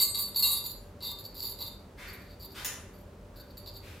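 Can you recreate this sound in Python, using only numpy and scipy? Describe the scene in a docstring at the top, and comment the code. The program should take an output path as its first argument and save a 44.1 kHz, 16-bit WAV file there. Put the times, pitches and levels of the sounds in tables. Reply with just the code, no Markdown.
"""Parrot at its cage bells

Close to the microphone, a small parrot knocks two jingle bells hung on twine: hard, then in light nudges.
At each swing the pellets rattle inside the slit shells, which ring freely or are muffled by touching.
Farther off something slides three times and once clacks to a stop; the room hums and rumbles softly."""
import sys
import numpy as np
from scipy import signal
from scipy.fft import rfft, irfft
from scipy.io import wavfile

SR = 44100
rng = np.random.default_rng(int(sys.argv[2]) if len(sys.argv) > 2 else 0)


def wav_record(signal):
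    """Record a signal, one row per channel, as 16-bit PCM in the file named by sys.argv[1]."""
    frames = np.transpose(np.atleast_2d(signal))
    bounded = np.clip(frames, -1, 1)
    # unit amplitude maps onto the largest positive 16-bit level
    quanta = np.round(bounded * 32767).astype(np.int16)
    wavfile.write(sys.argv[1], SR, quanta)


N = 176400

# Swings in the cage. Each row: start in seconds, rattle length in seconds, relative levels in dB of
# the low ring, main ring and treble, freedom (1 hangs free, less when the shells touch).
JINGLES = [(0.0, 0.023, -28, -21, -28, 0.96), (.009, 0.036, -32, -21, -27, 0.99),
           (0.146, 0.049, -33, -31, -38, 1), (0.186, 0.041, -43, -35, -33.5, 0.76),
           (0.254, 0.036, -44, -55, -45, 0.88), (.346, 0.017, -35.5, -40, -46, 0.54),
           (0.361, 0.043, -35, -32.5, -29, 0.86), (0.4246, 0.054, -29.5, -25, -26.5, 0.96),
           (0.492, 0.042, -31, -29, -31, 0.97), (0.553, 0.035, -38.5, -35.5, -40, 0.72),
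           (0.64, 0.027, -37.5, -35, -38, 0.76), (0.697, 0.02, -45, -43.5, -43, 0.51),
           (1.006, 0.039, -40.5, -37, -65, 0.68), (1.024, 0.095, -38, -37.5, -44, 0.71),
           (1.187, 0.021, -43.5, -44, -49, 0.74), (1.24, 0.023, -49, -43.5, -50.5, 0.51),
           (1.344, 0.048, -49, -45.5, -51.5, 0.56), (1.38, 0.063, -45.5, -37.5, -47, 0.6),
           (1.425, 0.059, -41.5, -36, -41.5, 0.66), (1.487, 0.036, -43, -39.5, -43, 0.62),
           (1.589, 0.064, -37.5, -39, -45.5, 0.66), (1.662, 0.019, -39.5, -38.5, -46, 0.68),
           (2.073, 0.033, -67, -47.5, -57, 0.51), (2.13, 0.02, -54, -61, -50.5, 0.79),
           (2.185, 0.16, -61.5, -58.5, -71, 0.61), (2.397, 0.038, -64.5, -45, -58, 0.55),
           (2.424, 0.037, -48.5, -52, -51, 0.54), (2.506, 0.029, -58, -52.5, -60, 0.54),
           (2.934, 0.079, -77.5, -64.5, -66, 0.76), (3.36, 0.053, -53, -53, -59.5, 0.49),
           (3.485, 0.03, -59, -59, -70, 0.5), (3.571, 0.022, -52, -46, -51, 0.72),
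           (3.661, 0.04, -43.5, -44, -56, 0.52), (3.737, 0.038, -49, -47, -55.5, 0.63)]
# Tones from a rolling pellet. Each row: start and build-up in seconds, pitch in Hz, relative level in dB.
ROLLING_TONES = [(0.0, 0.0089, 2121, -43.5), (0.0, 0.0056, 4555, -25), (.005, 0.0096, 13183, -28),
                 (.01, 0.038, 7692, -35), (.03, .06, 4283, -35), (.07, 0.023, 3866, -36.5),
                 (.088, 0.011, 8178, -33), (.142, 0.019, 4555, -28.5), (.2, 0.0085, 4530, -30.5),
                 (0.191, 0.036, 4426, -39), (.359, 0.013, 4426, -26), (.359, 0.0027, 4560, -24.5),
                 (.423, 0.01, 4280, -20.5), (.423, 0.028, 2756, -36), (.423, 0.04, 3866, -22.5),
                 (.5, 0.052, 10397, -36.5), (.497, .015, 14090, -32), (.555, 0.015, 4585, -35.5),
                 (.641, 0.037, 4140, -40.5), (.641, 0.045, 7044, -44.5), (1.014, 0.076, 3646, -39.5),
                 (1.035, 0.048, 3862, -40), (1.248, 0.0042, 4505, -45.5), (1.395, 0.068, 4548, -38),
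                 (1.588, .012, 4125, -49), (1.65, 0.014, 3643, -45.5), (2.401, 0.032, 4600, -50),
                 (3.6, .04, 4557, -53.5), (3.742, 0.012, 4616, -53)]
# The bells' place at the microphone. Each row: frequency in Hz, left minus right in dB.
BELL_PAN = [(1000, 1.5), (4400, -0.4), (8000, -3), (14000, -2.5)]


def bells():
    """Two bells jingle and sing close to the microphone, with one brief scrape and some room."""
    direct = scrape(start=.187, length=.045, db=-40)
    for start, *swing in JINGLES:
        add(direct, start, jingle(*swing))
    for start, *tone in ROLLING_TONES:
        add(direct, start, rolling_pellet(*tone))
    left, right = direct + from_db(-3.5) * room(direct)
    left = coloured(left, [(hz, db / 2) for hz, db in BELL_PAN])
    right = coloured(right, [(hz, -db / 2) for hz, db in BELL_PAN])
    return from_db(-0.74) * np.array([left, right])


# Modes of the two shells. 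Each list has one entry a mode: pitch in Hz, relative level in dB,
# free ring time (T60) in seconds, loss in dB at full muffling (negative is a gain).
MODE_HZ = [947, 1162, 2080, 2756, 3649, 3866, 4155, 4283, 4426, 4557, 4600, 6790, 7044, 7697, 8178, 10397,
           11242, 11532, 12282, 13175, 13759, 14092, 14640]
MODE_DB = [-26.5, -23.5, -27.5, -26, -17.5, -6.5, -10, -13.5, -16, -7.5, -14, -27, -16, -16, -10.5, -14.5,
           -11, -6, -13.5, -7, -17.5, -13, -11.5]
MODE_T60_S = [0.046, 0.48, 0.23, 0.064, 0.54, 0.08, 0.13, .3, 0.35, 0.32, 0.034, 0.28, 0.2, 0.16, 0.13,
              0.11, 0.33, 0.25, 0.14, 0.099, 0.14, 0.089, 0.1]
MODE_LOSS_DB = [-13, 14, 10, 11, -0.5, 15, 1.5, 27, 41, 10.5, -16, 8, 3.5, 10, 82, 17.5, 3, 6.5, -11, -2,
                -22, -13, -8]
# Registers of the bells, in Hz: low ring, main ring, upper ring, treble.
REGISTERS_HZ = [4200, 4500, 7000, 11000]


def jingle(length, low_db, main_db, treble_db, freedom):
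    """One swing: pellets strike every mode; the shells swing free, then touch and are choked."""
    t = np.arange(SR // 2) / SR
    muffled = max(1 - freedom, 0)
    hits = pellet_hits(t, length, swell_s=0.022 * muffled)
    hits[0] = 2.8 * freedom  # the opening knock
    register_db = np.interp(MODE_HZ, REGISTERS_HZ, [low_db, main_db, (main_db + treble_db) / 2, treble_db])
    spread_db = -0.5 * rng.standard_normal(len(MODE_HZ))
    gains = from_db(register_db + MODE_DB - muffled * np.array(MODE_LOSS_DB) + spread_db)
    struck = np.flatnonzero(hits)
    out = clatter(hits, gains)
    for hz, gain, t60 in zip(MODE_HZ, gains, MODE_T60_S):
        strengths = rng.uniform(.5, 1.5, 128) * rng.choice([-1, 1], 128)
        clicks = hits.copy()
        clicks[struck] *= np.resize(strengths, len(struck))
        detuned_hz = hz * (1 + 0.0039 * muffled * rng.standard_normal())
        out = out + gain * energy_one(shell_mode(clicks, detuned_hz, t60 * freedom ** 2))
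    choke = stroke(t, length + 0.085, attack=1 / SR, release=0.026)
    return out * choke * np.sqrt((length + 0.002) * SR)  # a longer rattle carries more energy


def pellet_hits(t, length, swell_s, hits_per_s=850, bunch_s=.008):
    """Pellets land on the shell at random, in louder and softer bunches."""
    knots = np.arange(0, t[-1], bunch_s)
    bunches_db = 2.5 * np.interp(t, knots, rng.standard_normal(len(knots)))
    landings = (rng.random(len(t)) < hits_per_s / SR) * (t < length)
    swell = np.minimum(t / (swell_s + 1 / SR), 1)
    spread_db = 0.5 * np.clip(rng.standard_normal(len(t)), -2, 2)
    return landings * swell * from_db(bunches_db + spread_db)


def shell_mode(clicks, hz, t60):
    """One mode of a shell rings, with little sound far from its pitch."""
    band = signal.butter(1, [hz / 1.12, hz * 1.12], "band", fs=SR, output="sos")
    return signal.sosfilt(band, ring(clicks, hz, t60))


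def clatter(hits, gains, width_hz=165):
    """Each hit gives a short burst of noise, gathered round the modes of the shells."""
    size = len(hits)
    hz = np.fft.rfftfreq(size, 1 / SR)
    power = sum(gain ** 2 / (1 + ((hz - centre) / width_hz) ** 2) ** 1.18
                for centre, gain in zip(MODE_HZ, gains))
    broad = np.interp(hz, [1500, 4000, 5000, 5700, 6400, 7200, 14800, 15200], [0, 1, 1, 0, 0, 1, 1, 0])
    power += power.max() * from_db(-16) ** 2 * broad
    decay_per_sample = dying(t60=.035, size=2)[1]
    envelope = np.sqrt(signal.lfilter([1], [1, -decay_per_sample ** 2], hits ** 2 + 1e-18))
    bursts = rng.standard_normal(size) * envelope
    noise = irfft(rfft(bursts) * np.sqrt(power), size)
    noise[size // 2:] = 0
    return energy_one(noise) * np.linalg.norm(gains) * from_db(-13.5)


def rolling_pellet(length, hz, db, t60=0.24):
    """One mode builds up while the pellet rolls, then rings out."""
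    t = np.arange(SR // 2) / SR
    envelope = stroke(t, length, attack=length, release=t60 / np.log(1000))
    return from_db(db) * envelope * np.sin(2 * np.pi * (hz * t + rng.random()))


# Spectrum of the scrape at the bells. Each row: frequency in Hz, relative density in dB.
SCRAPE_COLOUR = [(6500, -43), (8000, -13), (8600, 10.5), (9800, -3), (12500, -3), (14600, 10), (15400, -8)]


def scrape(start, length, db):
    """A brief, high scraping hiss at the bells, perhaps beak or twine."""
    hiss = rms_one(coloured(rng.standard_normal(N), SCRAPE_COLOUR))
    return from_db(db) * hiss * stroke(np.arange(N) / SR - start, length, attack=.003, release=0.0069)


# Slides farther from the microphone, one barely audible. Each row: start and length in seconds,
# relative level in dB, tilt in dB per octave, resonance in Hz, its gain in dB.
SLIDES = [(1.967, 0.072, -47.5, 0.5, 2130, 8.5), (2.537, 0.046, -43, 0.6, 1650, -2.5),
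          (3.326, 0.014, -63, 1.5, 1550, 11), (3.815, 0.095, -54, 2.5, 2450, 8)]
# Spectrum of their friction. Each row: frequency in Hz, relative density in dB.
SLIDE_COLOUR = [(300, -20), (900, -2.5), (1500, 3.5), (2300, -2.5), (2900, -3), (3600, -2), (6000, -11),
                (9000, -15), (13000, -12), (16000, -25)]


def slides(resonance_octaves=0.34):
    """Something slides in short strokes of friction hiss, each with one broad peak or dip."""
    t, out = np.arange(N) / SR, 0
    hz = np.geomspace(200, 16000, 80)
    for start, length, db, tilt, peak_hz, peak_db in SLIDES:
        resonance_db = peak_db * np.exp(-(np.log2(hz / peak_hz) / resonance_octaves) ** 2)
        colour_db = at_hz(SLIDE_COLOUR, hz) + tilt * np.log2(hz) + resonance_db
        hiss = rms_one(coloured(rng.standard_normal(N), np.column_stack([hz, colour_db])))
        out = out + from_db(db) * stroke(t - start, length, attack=0.024, release=0.096) * hiss
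    return out


# Contacts of the far clack. Each row: start in seconds, relative level in dB.
CLACKS = [(2.6469, 6), (2.651, 1), (2.66, 0.5), (2.662, -6)]
# Modes of the object. Each row: pitch in Hz, relative level in dB, T60 in seconds.
CLACK_MODES = [(1860, -2.5, 0.01), (3460, -10, 0.012), (5450, -10, 0.03), (6140, 1, 0.021),
               (6590, -2, 0.025), (7200, -8, 0.026), (9100, -10, 0.1), (14260, 1, .03)]
# Spectrum of the crack. Each row: frequency in Hz, relative density in dB.
CRACK_COLOUR = [(600, -12), (1800, -3), (3700, -2.5), (4600, -9), (5500, 3.5), (7400, 2.5), (8400, -12),
                (9500, -2), (11000, -1), (11700, -9.5), (14300, 1.5), (16000, -5)]


def clack():
    """A small hard object lands in a few quick contacts: a crack and a short ring each."""
    size, out = SR // 4, np.zeros(N)
    click = signal.unit_impulse(size)
    for start, db in CLACKS:
        body = sum(ring(click, hz, t60) * from_db(level) * rng.choice([-1, 1])
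                   for hz, level, t60 in CLACK_MODES)
        crack = coloured(rng.standard_normal(size), CRACK_COLOUR) * dying(t60=0.034, size=size)
        add(out, start, from_db(db) * (from_db(-36) * body + from_db(-27) * crack))
    return out


# Decay of the room around the cage. Each row: frequency in Hz, T60 in seconds.
ROOM_T60 = [(300, 1), (1300, 0.65), (3500, 0.43), (9000, 0.46), (15000, 0.19)]
# Its width at the microphone. Each row: frequency in Hz, left-right correlation.
ROOM_LIKENESS = [(60, .98), (300, 1), (700, 0.91), (1500, 0.63), (3000, 0.54), (7000, 0.11), (15000, 0.63)]


def room(x, gap_s=0.0026):
    """Diffuse reflections reach the microphone after a short gap and die sooner in the treble."""
    size, tail = SR // 2, 0
    spectrum = rfft(stereo_noise(ROOM_LIKENESS, size))
    hz = np.fft.rfftfreq(size, 1 / SR)
    centres, t60s = np.transpose(ROOM_T60)
    for one_band, t60 in zip(np.eye(len(centres)), t60s):
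        band = irfft(spectrum * np.interp(hz, centres, one_band), size)
        tail = tail + band * dying(t60, size)
    tail = energy_one(tail * (np.arange(size) > gap_s * SR)) * np.sqrt(2)
    return signal.fftconvolve(x[None], tail, axes=1)[:, :N]


# A household motor in the background. Each row: pitch in Hz, level in dB about which it wavers.
HUM = [(48.4, -64), (96.9, -63.5), (193.8, -64), (391, -66), (586.8, -65.5)]


def motor_hum(waver=0.67):
    """A motor hums faintly, each partial drifting in level and phase."""
    t, hum = np.arange(N) / SR, 0
    knots = np.linspace(0, N / SR, 25)
    for hz, db in HUM:
        swell, shift = (np.interp(t, knots, row) for row in rng.normal(0, waver, (2, len(knots))))
        hum = hum + from_db(db) * np.sqrt(2) * (1 + swell) * np.sin(2 * np.pi * hz * t + 2 * shift)
    return hum


# Spectrum of the still room. Each row: frequency in Hz, relative density in dB.
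ROOM_TONE = [(25, -38.5), (40, 1.5), (60, -7.5), (85, -1.5), (145, -11.5), (185, -10.5), (335, -15),
             (590, -14.5), (680, -21), (1230, -25), (1740, -31), (4030, -38.5), (16000, -47.5)]
# Its width at the microphone. Each row: frequency in Hz, left-right correlation.
ROOM_TONE_LIKENESS = [(50, .999), (140, 1), (350, 0.92), (700, 0.77), (1500, 0.48), (4000, 0.59),
                      (15000, 0.33)]


def room_tone():
    """A soft, centred rumble with a wider hiss around the microphone."""
    return from_db(-49.5) * rms_one(coloured(stereo_noise(ROOM_TONE_LIKENESS, N), ROOM_TONE))


def from_db(db):
    """Decibels to gain."""
    return 10 ** (np.asarray(db) / 20)


def rms_one(x):
    """Scale to rms 1."""
    return x / np.sqrt(np.mean(x ** 2) + 1e-20)


def energy_one(x):
    """Scale to energy 1."""
    return x / np.sqrt(np.sum(x ** 2) + 1e-20)


def at_hz(points, hz):
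    """Read a table on a log-frequency axis."""
    f, value = np.transpose(points)
    return np.interp(np.log(np.maximum(hz, 1)), np.log(f), value)


def coloured(x, spectrum):
    """Filter by a table of (Hz, dB)."""
    size = x.shape[-1]
    return irfft(rfft(x) * from_db(at_hz(spectrum, np.fft.rfftfreq(size, 1 / SR))), size)


def stereo_noise(likeness, size):
    """White noise whose two sides are alike to a degree set per frequency."""
    c = np.clip(at_hz(likeness, np.fft.rfftfreq(size, 1 / SR)), -1, 1)
    mid, side = rfft(rng.standard_normal((2, size)))
    return irfft(np.sqrt((1 + c) / 2) * mid + np.sqrt((1 - c) / 2) * side * [[1], [-1]], size)


def ring(clicks, hz, t60):
    """A unit click sets a sine of height 1 ringing."""
    r, w = from_db(-60 / (t60 * SR)), 2 * np.pi * hz / SR
    return signal.lfilter([0, np.sin(w)], [1, -2 * r * np.cos(w), r * r], clicks + 1e-18)


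def dying(t60, size):
    """A decay of 60 dB every t60 seconds."""
    return from_db(-60 * np.arange(size) / SR / t60)


def stroke(t, length, attack, release):
    """Linear attack, hold, exponential release; times in seconds."""
    return np.clip(t / attack, 0, 1) * np.exp(-np.maximum(t - length, 0) / release)


def add(out, start, x):
    """Mix x into out from start, in seconds."""
    i = max(int(start * SR), 0)
    out[i:i + len(x)] += x[:len(out) - i]


def scene():
    """Bells up close, slides and clack farther into the room, hum and rumble behind."""
    far = slides() + clack()
    far = from_db(-5.5) * far + room(far)
    far *= from_db([[0.3], [-0.3]])  # just left of centre
    return bells() + far + motor_hum() + room_tone()


def record(dry):
    """The microphone signal is cut steeply above 15.8 kHz."""
    return signal.sosfilt(signal.ellip(10, .2, 80, 15800, fs=SR, output="sos"), dry)


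dry = scene()
out = record(dry)
wav_record(out)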